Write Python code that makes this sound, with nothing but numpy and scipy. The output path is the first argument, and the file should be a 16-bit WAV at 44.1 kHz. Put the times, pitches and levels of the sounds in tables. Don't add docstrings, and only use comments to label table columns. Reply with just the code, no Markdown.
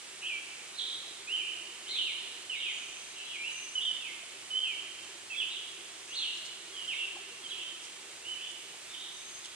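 import sys
import numpy as np
from scipy import signal
from scipy.fft import rfft, irfft, next_fast_len
from scipy.io import wavfile
from scipy.ndimage import uniform_filter1d

SR = 44100
rng = np.random.default_rng(int(sys.argv[2]) if len(sys.argv) > 2 else 0)


def wrap_up_sound(samples):
    columns = np.atleast_2d(samples).T
    tamed = np.clip(columns, -1, 1)
    steps = np.round(tamed * 32767).astype(np.int16)
    wavfile.write(sys.argv[1], SR, steps)


N = 421155
TIME = np.arange(N) / SR
PADDED = next_fast_len(N + 2 * SR)
BINS_HZ = np.fft.rfftfreq(PADDED, 1 / SR)
PORT_LAG_S = 5.5e-5

# frequency in Hz, gain in dB.
THROAT = [(2000, -0.5), (2500, -2.2), (3000, 2.2), (3500, -0.75), (4300, -1)]
# pitch in Hz, relative level in dB, t60 in seconds.
AIR_POCKETS = [(323.4, -10, 0.22), (351, -1.5, 0.08), (392.5, -1.5, 0.12), (470.6, -8.5, 0.17)]


def from_db(db):
    return 10 ** (np.asarray(db) / 20)


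def rms_one(x):
    return x / np.sqrt(np.mean(x ** 2) + 1e-20)


def at_hz(points, hz):
    first, *columns = np.transpose(points)
    log_hz = np.log(np.maximum(hz, 1))
    return [np.interp(log_hz, np.log(first), column) for column in columns]


def over_time(points):
    return np.interp(TIME, *np.transpose(points))


def drift(corner_hz):
    r = np.exp(-2 * np.pi * corner_hz * 40 / SR)
    noise = rng.standard_normal(N // 40 + 2002)
    slow = signal.lfilter([1], [1, -2 * r, r * r], noise)[2000:]
    return np.interp(np.arange(N) / 40, np.arange(len(slow)), rms_one(slow))


def band(x, order, low_hz, high_hz):
    return signal.sosfilt(signal.butter(order, [low_hz, high_hz], "band", fs=SR, output="sos"), x)


def at_ports(x, pan_db):
    lagged = np.interp(TIME - PORT_LAG_S, TIME, x)
    return np.array([lagged, x]) * from_db([[pan_db / 2], [-pan_db / 2]])


def sing(notes, throat, arch_db, edge_s, waver_hz):
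    warble_per_s, warble_slip_rad = 76, .9
    out = np.zeros((2, N))
    waver = waver_hz * drift(43.5)
    slip = warble_slip_rad * drift(24.95)
    for start, to_turn, after, first_hz, turn_hz, last_hz, level_db, growth_db, facing_db, *swing in notes:
        turn, end = start + to_turn, start + to_turn + after
        span = slice(int(start * SR), int(end * SR) + 1)
        t, corners = TIME[span], [start, turn, end]
        glide = uniform_filter1d(np.interp(t, corners, [first_hz, turn_hz, last_hz]), size=300)
        pitch = glide + waver[span]
        if swing:
            warble = np.sin(2 * np.pi * warble_per_s * (t - start) + slip[span])
            pitch += np.interp(t, corners, swing) * warble
        way = 2 * (t - start) / (end - start) - 1
        db = level_db + growth_db * way / 2 - arch_db * way ** 2 + at_hz(throat, glide)[0]
        edges = np.clip(np.minimum(t - start, end - t) / edge_s, 0, 1)
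        note = np.sqrt(2) * from_db(db) * edges * np.sin(2 * np.pi * np.cumsum(pitch) / SR)
        out[:, span] += note * [[from_db(facing_db)], [1]]
    return out


def in_woods(song, pan_db, near_t60, near_db, far_t60, far_db, alike):
    # frequency in Hz, echo gain in dB.
    scatter = [(2000, -5), (2600, 0.5), (3200, -0.4), (4200, 1.9)]
    leaf_stir, leaf_stir_hz = .35, 60
    build_s = .005
    t = TIME[:2 * SR]
    near = from_db(-60 * t / near_t60) ** 2
    far = from_db(-60 * t / far_t60) ** 2
    power = from_db(2 * near_db) * near / np.sum(near) + from_db(2 * far_db) * far / np.sum(far)
    envelope = np.sqrt(power) * (1 - np.exp(-t / build_s))
    shared, left, right = rng.standard_normal((3, len(t))) * envelope
    echoes = np.sqrt(alike) * shared + np.sqrt(1 - alike) * np.array([left, right])
    direct, scattered = song
    scattered = scattered * rms_one(1 + leaf_stir * drift(leaf_stir_hz))
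    colour = from_db(at_hz(scatter, BINS_HZ))
    wet = rfft(at_ports(scattered, pan_db), PADDED) * rfft(echoes, PADDED) * colour
    return at_ports(direct, pan_db) + irfft(wet, PADDED)[:, :N]


def clear_singer():
    # start in seconds, seconds to the turn, seconds after it, first, turn and last pitch in Hz,
    # mid-syllable rms level in dB before the throat, growth over the syllable in dB,
    # facing (direct over scattered share) in dB.
    notes = [ (.735, 0.047, 0.0056, 3500, 4380, 4350, -51, 5, 1),
             (.783, 0.0078, 0.013, 4350, 3596, 3060, -35.5, 0, -0.5),
             (1.272, 0.069, 0.027, 2410, 3142, 2780, -37, 6, 0),
             (1.375, 0.041, 0.061, 2750, 2330, 2895, -45, -2.5, -2),
             (1.89, .05, .045, 2000, 2250, 3010, -49.5, 15, -2),
             (1.985, 0.024, 0.028, 3100, 2877, 2810, -37.5, -13, -2),
             (2.06, 0.031, 0.025, 2930, 2380, 2090, -42.5, -15, 2),
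             (2.495, 0.031, 0.047, 3080, 2697, 2056, -39.5, -8.5, -1),
             (2.6, 0.043, 0.077, 3260, 2676, 1987, -40.5, -5, -3),
             (3.335, 0.018, 0.019, 2603, 2427, 2170, -41.5, 7, -1),
             (3.385, .018, 0.036, 2356, 2390, 2385, -41, 9, 0.5),
             (3.436, 0.027, 0.022, 2566, 2810, 3000, -41.5, -4, 1.5),
             (3.752, 0.015, 0.034, 3012, 3010, 2856, -38.5, -3, 4.5),
             (3.797, 0.029, 0.014, 2900, 3680, 3280, -44, 3, 5),
             (3.85, .021, 0.054, 3335, 3075, 2933, -41, -7, 5.5),
             (3.99, 0.051, 0.066, 2800, 2544, 2020, -45, 2, -4.5),
             (4.503, 0.034, 0.058, 3045, 2977, 3163, -40, 9, 4),
             (4.6, .03, 0.033, 3190, 3166, 2610, -37, 0, 0),
             (4.665, .035, 0.048, 2640, 2436, 2210, -42.5, -10, 1.5),
             (5.3, .035, 0.023, 2730, 2513, 2180, -41.5, -3, 0),
             (5.305, .035, 0.031, 3100, 3310, 3660, -47, 6, -3),
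             (5.37, 0.018, 0.045, 3150, 3453, 2494, -37, 6, 1.7),
             (6.725, .075, 0.047, 3360, 2870, 2756, -46, -4, -6),
             (6.875, .03, 0.039, 3240, 2850, 2080, -39, -2.5, 0),
             (7.42, 0.027, 0.024, 3398, 3136, 3110, -51, 12, 3),
             (7.48, 0.011, .015, 3570, 4050, 3420, -52, 7, -5),
             (7.506, 0.017, 0.035, 3490, 3020, 2090, -48.5, -24, 1.5),
             (7.6, 0.046, 0.12, 3060, 3095, 3050, -57.5, -6, 7),
             (8.225, 0.041, 0.024, 2604, 2967, 3050, -46.5, 14, -3),
             (8.3, 0.043, .04, 2990, 3032, 3016, -49, 3, 5),
             (8.39, 0.026, .11, 2973, 3066, 3060, -61, -9, 8),
             (8.885, 0.018, .025, 3450, 3600, 3700, -51, -1, -3),
             (8.932, 0.011, 0.011, 3690, 3310, 2860, -43, -3, -2),
             (9.44, 0.0079, 0.0135, 3910, 3420, 2830, -52, -6, 4), ]
    song = sing(notes, THROAT, arch_db=1.5, edge_s=.003, waver_hz=13.7)
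    return in_woods(song, -3.5, near_t60=0.33, near_db=0.8, far_t60=1.45, far_db=2.6, alike=0.45)


def burry_singer():
    # start in seconds, seconds to the turn, seconds after it, first, turn and last pitch in Hz,
    # mid-syllable rms level in dB before the throat, growth in dB, facing in dB,
    # then the warble's swing in Hz at the start, the turn and the end.
    notes = [ (.218, 0.057, 0.018, 2630, 2940, 2570, -43, 4, 4, 250, 340, 60),
             (.295, 0.031, 0.067, 2590, 2350, 2294, -42.5, -6, 5, 40, 18, 18),
             (.81, 0.075, 0.077, 3500, 3533, 3560, -45, 0, 5, 406, 430, 370),
             (1.865, 0.036, 0.088, 2750, 4220, 3145, -37.5, 4.5, -4.5, 100, 290, 64),
             (2.525, .04, 0.078, 3300, 3760, 3400, -46.5, -5, -8, 100, 190, 230),
             (2.62, 0.038, 0.031, 3420, 3098, 3010, -40.5, -9, -14, 201, 160, 150),
             (3.155, .025, 0.032, 3125, 2870, 2846, -47.5, 5, -2, 150, 270, 230),
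             (3.22, .045, 0.052, 3100, 3326, 2910, -46.5, 10, -18, 200.5, 220, 350),
             (3.8, 0.036, 0.058, 3000, 3530, 3350, -43, -8, -1, 120, 155, 200),
             (5.48, .03, .09, 3024, 3870, 2954, -46, 3, 1, 120, 220, 150),
             (6.075, .046, .044, 2550, 2840, 4200, -45.5, 24, -2.5, 80, 100, 410),
             (6.165, .08, 0.08, 4150, 2985, 2686, -40.5, -12.5, 0, 302, 130, 40),
             (6.18, .04, 0.032, 2900, 2700, 2390, -48, 1, 0, 100, 130, 160),
             (6.89, 0.048, 0.089, 3280, 3660, 3060, -49, 11, -1, 150, 230, 140),
             (6.985, 0.023, 0.044, 2784, 2820, 2770, -41, -2, 4, 90, 120, 130),
             (7.56, 0.045, 0.043, 2500, 3510, 3312, -48, -9, -12, 258, 300, 320),
             (8.35, .07, 0.077, 2300, 3116, 3250, -51, 1.5, -1, 101, 420, 340),
             (8.97, .07, .08, 3430, 3413, 3620, -50, 1.5, 3.5, 380, 500, 150), ]
    song = sing(notes, THROAT, arch_db=2.5, edge_s=0.0023, waver_hz=12)
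    return in_woods(song, -1.5, near_t60=0.36, near_db=0.29, far_t60=1.4, far_db=2.3, alike=0.32)


def thin_whistles():
    # start in seconds, seconds to the turn, seconds after it, first, turn and last pitch in Hz,
    # mid-syllable rms level in dB, growth in dB, facing in dB.
    notes = [ (2.68, .14, 0.303, 6940, 6250, 6160, -60.5, -7, -4),
             (3.07, 0.15, 0.38, 4000, 3960, 3880, -62, 0, -.7),
             (3.5, .06, 0.26, 6400, 6180, 6140, -57.5, -11, 0),
             (6.05, .11, 0.042, 6220, 6280, 6300, -59, -6, -5),
             (9.09, 0.17, 0.13, 6020, 6420, 6430, -57.5, 1.5, -7), ]
    song = sing(notes, [(1, 0)], arch_db=1.5, edge_s=0.01, waver_hz=19)
    return in_woods(song, 4, near_t60=0.26, near_db=0.22, far_t60=0.81, far_db=1.8, alike=0.16)


def rush():
    # frequency in Hz, density in dB per Hz.
    spectrum = [(15, -125), (25, -114), (50, -103), (100, -95.5), (200, -94.5), (330, -90.5), (600, -90),
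                (1000, -89), (1600, -88), (2300, -84.5), (3000, -84), (4000, -86.5), (5500, -88.5),
                (7200, -86.5)]
    # frequency in Hz, likeness 0-1, left minus right in dB.
    image = [(60, 0.56, -0.7), (300, 0.53, -1), (1190, 0.47, -0.5), (3000, 0.51, -4.5), (5000, 0.54, 1.5),
             (9600, 0, 0.2), (12800, 0, 4.5)]
    # time in seconds, gain in dB.
    treble = [(0, -.5), (5.5, 0), (8.2, 1), (8.7, 3), (9.55, 1.5)]
    treble_from_hz = 10500
    shared, left, right = rfft(rng.standard_normal((3, PADDED)))
    alike, pan_db = at_hz(image, BINS_HZ)
    lagged = shared * np.exp(-2j * np.pi * BINS_HZ * PORT_LAG_S)
    pair = np.sqrt(alike) * np.array([lagged, shared]) + np.sqrt(1 - alike) * np.array([left, right])
    pair *= from_db(at_hz(spectrum, BINS_HZ) + np.array([pan_db / 2, -pan_db / 2]))
    pair *= np.sqrt(SR / 2)
    top = irfft(pair * (BINS_HZ > treble_from_hz), PADDED)[:, :N]
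    body = irfft(pair * (BINS_HZ <= treble_from_hz), PADDED)[:, :N]
    return from_db(0.3 * drift(2.4)) * (body + top * from_db(over_time(treble)))


def ring(clicks, hz, t60):
    r, w = from_db(-60 / (t60 * SR)), 2 * np.pi * hz / SR
    return signal.lfilter([0, np.sin(w)], [1, -2 * r * np.cos(w), r * r], clicks + 1e-18)


def gurgle():
    # time in seconds, level in dB.
    flow = [(0, -66), (1.1, -67.5), (1.9, -63), (2.6, -67), (3.5, -68), (5.0, -65), (6.2, -65),
            (7.1, -63.5), (8.1, -64), (9.55, -67.5)]
    gulps_per_s = 80
    out = np.zeros(N)
    for hz, level_db, t60 in AIR_POCKETS:
        gulps = rng.standard_normal(N) * (rng.random(N) < gulps_per_s / SR)
        out += from_db(level_db) * rms_one(ring(ring(gulps, hz, t60), hz, t60 / 2))
    return from_db(over_time(flow)) * rms_one(out)


def glugs():
    start_s, gap_s, count = 1.1, .0995, 7
    push_db, uneven_db = -54, 2.5
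    pushes = np.zeros(N)
    for k in range(count):
        burst = np.hanning(400) * rng.standard_normal(400) / 12
        pushes[int((start_s + k * gap_s) * SR):][:400] += from_db(push_db - uneven_db * (k % 2)) * burst
    pushes = band(pushes + 1e-18, 3, 300, 480)
    return sum(from_db(level_db) * ring(pushes, hz, t60) for hz, level_db, t60 in AIR_POCKETS)


def plops():
    # start in seconds, envelope peak in dB before panning, starting pitch in Hz.
    bubbles = [(4.23, -51, 650), (7.153, -49.5, 1000), (7.165, -45.5, 770), (7.185, -50, 720),
               (8.74, -53, 723)]
    out = np.zeros(N)
    t = TIME[:SR // 10]
    envelope = 300 * t * np.exp(1 - 300 * t)
    for start, peak_db, hz in bubbles:
        tone = np.sin(2 * np.pi * hz * t * (1 + 4.3 * t))
        out[int(start * SR):][:len(t)] += from_db(peak_db) * envelope * tone
    return out


def rustles():
    # start in seconds, length in seconds, level at the middle in dB.
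    bursts = [(5.5, .03, -66), (6.331, 0.097, -53), (6.435, 0.056, -47), (7.817, 0.062, -45.5),
              (8.49, 0.039, -49), (9.435, .04, -48)]
    level = sum(from_db(db) * np.sin(np.pi * np.clip((TIME - start) / length, 0, 1))
                for start, length, db in bursts)
    crackle = rng.standard_normal((2, N)) * from_db(4.0 * drift(150))
    return level * rms_one(band(crackle, 2, 3500, 10500))


def high_hiss():
    # time in seconds, centre in Hz, level at the left in dB.
    hiss_band = [(0, 10340, -52), (1.7, 10100, -55), (2.4, 10080, -50), (2.55, 9950, -58),
                 (3.7, 10090, -54), (3.85, 10140, -53), (4.5, 10150, -54), (4.9, 10250, -69),
                 (5.3, 9880, -54), (5.6, 10200, -61), (5.8, 10200, -55), (6.1, 10350, -62),
                 (6.75, 10400, -59), (6.85, 9900, -50), (7.05, 10100, -54), (7.2, 10300, -63),
                 (9.55, 10300, -58)]
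    half_width_hz, waver_db, right_db = 100, 1.5, -21
    s, hz, level_db = np.transpose(hiss_band)
    turning = np.exp(2j * np.pi * np.cumsum(np.interp(TIME, s, hz)) / SR)
    low_pass = signal.butter(2, half_width_hz, fs=SR, output="sos")
    slow = signal.sosfilt(low_pass, rng.standard_normal((2, N)))
    hiss = rms_one(np.real((slow[0] + 1j * slow[1]) * turning))
    level = from_db(np.interp(TIME, s, level_db) + waver_db * drift(5.0))
    return hiss * level * from_db([[0], [right_db]])


def scene():
    birds = clear_singer() + burry_singer() + thin_whistles()
    brook = rush() + at_ports(gurgle() + glugs() + plops(), pan_db=3.0)
    return birds + brook + rustles() + high_hiss()


def whine():
    # frequency in Hz, rms level in the right channel in dB.
    leaks = [(8190, -79), (8220, -72), (8250, -61.5), (8280, -61.5), (8310, -72), (8340, -76), (8370, -80)]
    left_db, left_lead_rad = -4.7, 2.12
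    tones = sum(from_db(db) * np.exp(2j * np.pi * (hz * TIME + rng.random())) for hz, db in leaks)
    return np.sqrt(2) * np.real(tones * [[from_db(left_db) * np.exp(1j * left_lead_rad)], [1]])


def record(dry):
    # frequency in Hz, gain in dB.
    left_port = [(7100, -0.5), (8000, -2.5), (8900, -9.5), (9400, -26), (9650, -18), (9900, -10.5),
                 (10450, -12.5), (10750, -22), (11600, -20.5), (12500, -19), (13000, -16)]
    right_port = [(8500, 0.5), (9400, -1.5), (10200, -5.5), (11000, -11.5), (11500, -16.5), (13000, -30)]
    cutoff_hz = 13250
    ports = from_db(at_hz(left_port, BINS_HZ) + at_hz(right_port, BINS_HZ))
    heard = irfft(rfft(dry, PADDED) * ports, PADDED)[:, :N]
    top_cut = signal.cheby2(26, 60, cutoff_hz, fs=SR, output="sos")
    return signal.sosfilt(top_cut, heard + whine())


dry = scene()
out = record(dry)
wrap_up_sound(out)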